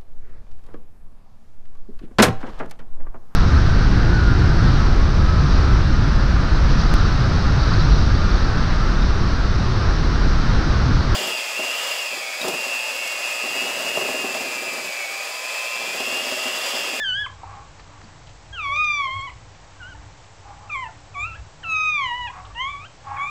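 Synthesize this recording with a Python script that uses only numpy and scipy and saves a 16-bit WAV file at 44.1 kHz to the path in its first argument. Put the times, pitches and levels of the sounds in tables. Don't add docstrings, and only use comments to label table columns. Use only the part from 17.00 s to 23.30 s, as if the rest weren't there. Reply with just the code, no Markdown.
import sys
import numpy as np
from scipy import signal
from scipy.fft import rfft, irfft, next_fast_len
from scipy.io import wavfile
from scipy.ndimage import uniform_filter1d

SR = 44100
rng = np.random.default_rng(int(sys.argv[2]) if len(sys.argv) > 2 else 0)


def field_ratio(decibels):
    return 10 ** (np.asarray(decibels, dtype=float) / 20)


def transcribe(u):
    v = np.clip(np.atleast_2d(u).T, -1, 1)
    q = np.round(v * 32767).astype(np.int16)
    wavfile.write(sys.argv[1], SR, q)


N = 277816
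TIME = np.arange(N) / SR

# pitch in Hz, width in Hz, level in dB.
DUCTS = [(54.8, 25, -4), (95.2, 18.2, -2), (122, 14, -57.5), (154.8, 16, -58.5), (295, 5.8, -66.5),
         (40, 45, -56)]
# time in seconds, level in dB.
DRAUGHT = [(0.0, -57), (0.09, -46), (1.47, -51), (1.51, -42.5), (2.09, -49.5), (2.17, -40), (2.74, -53),
           (3.07, -39), (3.16, -53.5), (3.93, -45), (3.98, -47.5), (4.42, -40.5), (4.54, -52.5),
           (5.33, -45), (5.86, -47.5), (5.89, -66), (6.09, -44.5), (6.3, -54)]
# frequency in Hz, level in dB per Hz.
AIR_COLOUR = [(110, -28), (180, -3.5), (260, -4.5), (290, -4), (351, -5), (585, -1), (755, -0.5),
              (817, 1.5), (1280, -4.5), (2030, -7.5), (2610, -9.5), (3430, -11.5), (8100, -14),
              (10500, -43), (17800, -120)]

# start in seconds, end in seconds, extra pitch at the onset in Hz,
# glide at the end in Hz, frequency ratio from the length of the throat and mouth (no unit).
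MEW_EDGES = [
    (0, 0.268, -2.5, -20.5, 1.03),
    (1.522, 2.302, -3, -130, .98),
    (2.795, 2.943, 48.5, 24, 1.04),
    (3.691, 3.887, 218, 30.5, 1.107),
    (4.137, 4.379, 200, 369, 1.05),
    (4.628, 5.301, 329, -140, 1.002),
    (5.546, 5.881, -35, 299, 0.95),
    (6.159, 6.308, 238.5, -3.5, 1.036),
]
# upper resonance at first in Hz, later in Hz, time of the shift in seconds,
# its lift in dB, level of the valley below it in dB.
MOUTHS = [(6300, 7500, 0.076, -7.5, -6), (6080, 7600, 2.08, 4.5, 2.5), (6360, 3500, 3.9, 29, -1),
          (7000, 7300, 2.9, 10, 0.5), (7100, 7800, 5.9, 14.5, -3), (6000, 7100, 5.03, 3.5, -2),
          (6200, 6700, 5.64, 10, -8.5), (6500, 7100, 3.9, 13, -9.5)]
# time in seconds,
# pitch in Hz, effort in dB, slope of the fold pulses in dB per octave.
COURSE_1 = [(0.0, 1764, -20.5, -1), (0.028, 1742, -18.5, -4.5), (0.048, 1600, -19.5, -2.5),
            (0.092, 1506, -23, 0), (0.128, 1474, -22, -2.5), (0.17, 1634, -21, -2),
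            (0.214, 1706, -21.5, -1.5), (0.242, 1638, -25, -3.5), (0.25, 1568, -24.5, -5)]
COURSE_2 = [(1.552, 1622, -30, -5.5), (1.56, 1514, -30, -7.5), (1.606, 1242, -25.5, -8),
            (1.656, 1125, -30, -4.5), (1.702, 1101, -26, -7.5), (1.778, 1222, -20, -7),
            (1.814, 1237, -14, -10), (1.978, 1160, -25.5, -3.5), (2.09, 1038, -28.5, -8),
            (2.11, 1058, -29.5, -6), (2.172, 1104, -33, -5.5), (2.206, 1064, -37.5, -2.5),
             (2.23, 1109, -36.5, -4.5), (2.26, 1110, -36, -8)]
# seconds, Hz, dB, dB per octave.
COURSE_3 = [(2.81, 1530, -33.5, -26), (2.832, 1405, -28, -15.5), (2.876, 1520, -33, -20),
            (2.896, 1610, -39, -14), (2.935, 1385, -34, -17)]
COURSE_4 = [(3.715, 1170, -24.5, -11), (3.733, 1219, -21.5, -7.5), (3.765, 1058, -30, -6),
            (3.819, 1032, -34.5, -5), (3.845, 958, -33.5, -6), (3.853, 875, -39, -10),
            (3.87, 856, -34, -8.5)]
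COURSE_5 = [(4.16, 1112, -32.5, -10), (4.174, 1134, -28.5, -10), (4.24, 1229, -22.5, -5.5),
            (4.272, 1380, -29.5, -10), (4.31, 1350, -33, -9.5), (4.335, 1300, -36.5, -11)]
COURSE_6 = [(4.66, 1328, -31.5, -5.5), (4.7, 1308, -27.5, -0.5), (4.756, 1263, -21, -3.5),
            (4.882, 1248, -23, -3), (4.956, 1201, -22, -5), (5.078, 975.5, -31.5, -3.5),
            (5.124, 953, -24.5, -9.5), (5.18, 999, -33, -5.5), (5.255, 958, -29.5, -8)]
COURSE_7 = [(5.56, 925, -32, -11), (5.58, 947, -29, -6), (5.616, 1044, -27, -5), (5.658, 1090, -28, -7),
            (5.686, 1131, -30, -8), (5.708, 1176, -34, -5.5), (5.768, 1115, -36.5, -9.5),
            (5.784, 1133, -39.5, -8.5), (5.84, 1275, -39, -8.5)]
COURSE_8 = [(6.185, 1083, -30.5, -9.5), (6.221, 1133, -23.5, -10), (6.295, 1226, -26, -10.5)]
# frequency in Hz, level in dB.
TRACT = [(850, -9), (1100, 4), (1500, -9.5), (2000, -3), (2450, -2), (3050, -6), (3900, -23), (5200, -35.5)]

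# time in seconds, peak in dB, centre in Hz, width in Hz.
SMACKS = [(.072, -54, 6700, 1500), (0.26, -40, 3000, 2500), (.432, -28.5, 870, 400),
          (.535, -48, 2210, 2500), (1.015, -35.5, 1600, 3000), (1.012, -56, 4610, 1200),
          (1.035, -43, 210, 120), (1.041, -44.5, 4580, 900), (1.761, -30, 3900, 3500),
          (1.844, -29, 3700, 5000), (2.205, -43, 7450, 201), (2.301, -38, 2800, 2200),
          (3.715, -48.5, 6020, 250), (3.722, -43, 4460, 1500), (4.629, -38.5, 1810, 500),
          (5.546, -44, 3003, 600), (6.113, -25, 840, 300), (6.276, -44, 6260, 1500)]
# time in seconds, peak in dB, start pitch in Hz,
# end pitch in Hz, level of the second partial in dB.
CATCHES = [
    (0.259, -28, 1550, 1005, -8),
    (.322, -45, 1110, 1026, -36),
    (2.294, -36.5, 1474, 1000, -1),
    (2.946, -41, 930, 880, -9),
    (3.884, -39, 796, 697, -5.5),
    (5.296, -31, 856, 1042, -12),
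]
# start in seconds, length in seconds, peak in dB, pulses per second in Hz,
# mouth opening in dB.
GRUNTS = [
    (.37, .32, -49, 271.7, 0),
    (0.896, .14, -71, 232, 10.5),
    (3.44, .14, -45, 199.6, -8),
    (3.56, 0.1535, -48.5, 203, -6.5),
    (3.864, 0.051, -56, 200, -8),
    (5.29, 0.215, -49.5, 185, 2.5),
    (5.489, .05, -57.5, 193.6, 2),
    (6.031, 0.22, -40, 275, -2),
    (6.152, .16, -47, 278.5, 0),
]
# frequency in Hz, width in Hz, level in dB.
THROAT = [(810, 85, 0), (1140, 140, 3), (1650, 300, -10), (2300, 450, -11)]
# time in seconds, peak in dB, centre in Hz, width in Hz.
SCUFFS = [
    (.795, -36, 1200, 2600),
    (.8, -43, 4200, 1500),
    (1.27, -43, 3000, 3000),
    (1.292, -39.5, 3030, 3500),
    (2.546, -44, 2640, 3500),
    (3.24, -43.5, 2600, 3500),
    (5.285, -42.5, 2940, 1200),
    (5.452, -39, 3120, 2000),
]
# start in seconds, length in seconds, pitch in Hz, level in dB.
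MOANS = [
    (1.68, .11, 620, -47.5),
    (2.062, 0.051, 660, -49),
    (4.14, 0.097, 750, -46),
    (4.64, 0.071, 750, -51.5),
    (4.63, 0.14, 1150, -52.5),
    (5.322, .14, 773, -50.5),
]
# frequency in Hz, level in dB.
MIRROR = [(8000, -3), (8400, -12), (8800, -25), (9200, -60.5)]

AIR_DB, SURGE_DB = -49.5, -1.65
NASAL_HZ, NASAL_WIDTH_HZ, NASAL_DEPTH = 1197, 118, 0.77
ONSET_S, ATTACK_S = .013, 0.012
ENDING_S, ENDING_HOLD, RELEASE_S = .022, 1.8, .014
MOUTH_WIDTH_HZ, MOUTH_SHIFT_S, MOUTH_FOLLOWS_PITCH = 750, 0.027, 0.25
VALLEY_FILLS_S, THIRD_FADES_HZ = .17, 3700
SMACK_S, SCUFF_S, RING_CYCLES = .002, .008, 2.2
CATCH_S = .019
GRUNT_SKEW, WAVER_DB = 0.92, 1.5
MOAN_DIP = 0.051
ROOM_T60_S, ROOM_DB, ROOM_DULL_HZ = .28, -16, 3200
CAMERA_RATE_HZ, OFFSET = 16000, -.0024


def shape(x, gain):
    size = next_fast_len(len(x) + 4096)
    f = np.arange(size // 2 + 1) * SR / size + 1e-3
    return irfft(rfft(x, size) * gain(f), size)[:len(x)]


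def peak(f, hz, width):
    return 1 / (1 + 1j * (f / hz - hz / f) * hz / width)


def unit(x):
    return x / np.sqrt(np.mean(x ** 2))


def colour(table, f):
    hz, db = np.transpose(table)
    return field_ratio(np.interp(np.log(f), np.log(hz), db))


def walk(rate):
    return unit(shape(rng.standard_normal(N), lambda f: 1 / (1 + (f / rate) ** 2)))


def during(start, end):
    span = slice(int(start * SR), int(end * SR))
    return span, TIME[span]


def hum():
    flow_db = np.interp(TIME, *np.transpose(DRAUGHT))
    out = np.zeros(N)
    for i, (hz, width, db) in enumerate(DUCTS):
        swell_db = flow_db + SURGE_DB * walk(1.5) if i < 2 else walk(1.5)
        ringing = unit(shape(rng.standard_normal(N), lambda f: peak(f, hz, width) ** 2))
        out += field_ratio(db + swell_db) * ringing
    return out


def air():
    noise = rng.standard_normal(N)
    rush = field_ratio(AIR_DB) * unit(shape(noise, lambda f: colour(AIR_COLOUR, f) * (f > 170)))
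    middle = shape(rush, lambda f: peak(f, 1300, 900))
    return rush + (field_ratio(1.1 * walk(5)) - 1) * middle


def mews():
    out, shimmer, jitter = np.zeros(N), walk(51), 1 + .002 * walk(35)
    patchy = [walk(14) for _ in range(6)]
    courses = (COURSE_1, COURSE_2, COURSE_3, COURSE_4,
               COURSE_5, COURSE_6, COURSE_7, COURSE_8)
    for course, edges, mouth in zip(courses, MEW_EDGES, MOUTHS):
        start, end, onset_hz, ending_hz, ratio = edges
        from_hz, to_hz, shift_s, lift_db, valley_db = mouth
        span, t = during(start, end)
        s, pitch_hz, effort_db, slope = np.transpose(course)
        slope_db = np.interp(t, s, slope)

        hz = np.interp(t, s, pitch_hz)
        for _ in range(2):
            hz = uniform_filter1d(hz, size=500, mode="nearest")
        glide = np.clip(ENDING_HOLD - (end - t) / ENDING_S, 0, 1)
        hz = hz + onset_hz * np.exp(-((t - start) / ONSET_S) ** 2)
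        hz = (hz + ending_hz * glide ** 2 * (3 - 2 * glide)) * jitter[span]

        age = t - start + (start < .005)
        left = end - t + (end > TIME[-300])
        gate = np.clip(np.minimum(age / ATTACK_S, left / RELEASE_S), 0, 1)

        mouth_hz = from_hz + (to_hz - from_hz) / (1 + np.exp((shift_s - t) / MOUTH_SHIFT_S))
        mouth_hz = mouth_hz * (hz / np.median(hz)) ** MOUTH_FOLLOWS_PITCH
        valley = field_ratio(valley_db) * np.clip(age / VALLEY_FILLS_S, .1, 1)

        phase, tone = 2 * np.pi * np.cumsum(hz) / SR, 0
        for k in range(1, 10):
            lips = k * gate ** ((k - 1) / 2)
            nose = 1 - NASAL_DEPTH * np.abs(peak(k * hz, NASAL_HZ, NASAL_WIDTH_HZ)) ** 2
            gain = lips * colour(TRACT, k * hz * ratio) * field_ratio(slope_db * np.log2(k)) * nose
            if k == 3:
                below = np.clip(THIRD_FADES_HZ / (k * hz), 0, 1) ** 9
                gain = gain * (below + (1 - below) * valley)
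            if k > 3:
                near = np.abs(peak(k * hz, mouth_hz, MOUTH_WIDTH_HZ)) ** 3
                away = valley * np.clip(5800 / (k * hz), 0, 1) ** 6
                gain = gain * field_ratio(3.0 * patchy[k - 4][span]) * (away + field_ratio(lift_db) * near)
            tone = tone + gain * np.sin(k * phase + (k - 1) ** 2)
        loudness = field_ratio(np.interp(t, s, effort_db) + 1.0 * shimmer[span])
        out[span] = np.sqrt(2) * tone * gate * loudness
    return out


def bursts(table, contact_s):
    out, t = np.zeros(N), np.arange(2500) / SR
    for s, db, hz, width in table:
        decay_s = contact_s + RING_CYCLES / width
        noise = rng.standard_normal(len(t)) * np.exp(-t / decay_s)
        burst = shape(noise, lambda f: peak(f, hz, width) ** 3)
        first = int(s * SR)
        out[first:][:len(t)] += (field_ratio(db) * burst / np.abs(burst).max())[:N - first]
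    return out


def smacks():
    return bursts(SMACKS, SMACK_S)


def catches():
    out = np.zeros(N)
    u = np.arange(int(CATCH_S * SR)) / (CATCH_S * SR)
    for s, db, from_hz, to_hz, second_db in CATCHES:
        hz = to_hz + (from_hz - to_hz) * np.exp(-5 * u)
        phase = 2 * np.pi * np.cumsum(hz) / SR
        tone = np.sin(phase) + field_ratio(second_db) * np.sin(2 * phase)
        out[int(s * SR):][:len(u)] += field_ratio(db) * np.sin(np.pi * u ** .7) * tone
    return out


def grunts():
    hz, gain, opening = np.full(N, 200.), np.zeros(N), np.zeros(N)
    for start, length, db, rate_hz, open_db in GRUNTS:
        span, t = during(start, start + length)
        progress = np.abs(t - start) / length
        gain[span] += field_ratio(db) * np.abs(np.sin(np.pi * progress ** GRUNT_SKEW)) ** 1.2
        hz[span], opening[span] = rate_hz, field_ratio(open_db)

    cycle = np.cumsum(hz * (1 + .03 * walk(60)) / SR)
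    size = field_ratio(2.5 * rng.standard_normal(N // 20))[cycle.astype(int)]
    pulses = unit(size * np.diff(np.floor(cycle), prepend=0))
    source = pulses + .9 * rng.standard_normal(N)

    rings = []
    for centre, width, db in THROAT:
        ring = unit(shape(source, lambda f: peak(f, centre, width) * peak(f, centre, 3 * width)))
        rings.append(field_ratio(db + WAVER_DB * walk(30)) * ring)
    low, second, third, fourth = rings
    return (low + opening * (third - second - fourth)) * gain


def scuffs():
    return bursts(SCUFFS, SCUFF_S)


def moans():
    out = np.zeros(N)
    for start, length, hz, db in MOANS:
        span, t = during(start, start + length)
        arch = np.sin(np.pi * (t - start) / length)
        phase = 2 * np.pi * np.cumsum(hz * (1 - MOAN_DIP * arch)) / SR
        tone = np.sin(phase) + field_ratio(-20.5) * np.sin(2 * phase)
        out[span] += np.sqrt(2 * np.abs(arch)) * field_ratio(db) * tone
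    return out


def room(x):
    t = np.arange(SR // 2) / SR
    decay = np.exp(-np.log(1000) * t / ROOM_T60_S)
    tail = rng.standard_normal(len(t)) * decay * np.clip(t / 0.014 - .3, 0, 1)
    tail = shape(tail, lambda f: 1 / (1 + 1j * f / ROOM_DULL_HZ))
    return field_ratio(ROOM_DB) * signal.fftconvolve(x, tail / np.sqrt(np.sum(tail ** 2)))[:N]


def scene():
    litter = mews() + smacks() + catches() + grunts() + scuffs() + moans()
    return (hum() + air() + litter + room(litter))[None]


def low_pass(x):
    return signal.sosfilt(signal.butter(12, 8820, fs=SR, output="sos"), x)


def record(dry):
    half_hz = CAMERA_RATE_HZ / 2
    kept = shape(dry[0], lambda f: f < half_hz)
    flipped = 2 * kept * np.cos(2 * np.pi * CAMERA_RATE_HZ * TIME)
    mirror = shape(flipped, lambda f: colour(MIRROR, f) * (f > half_hz))
    return low_pass((kept + mirror + OFFSET)[None])


dry = scene()
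out = record(dry)
transcribe(out)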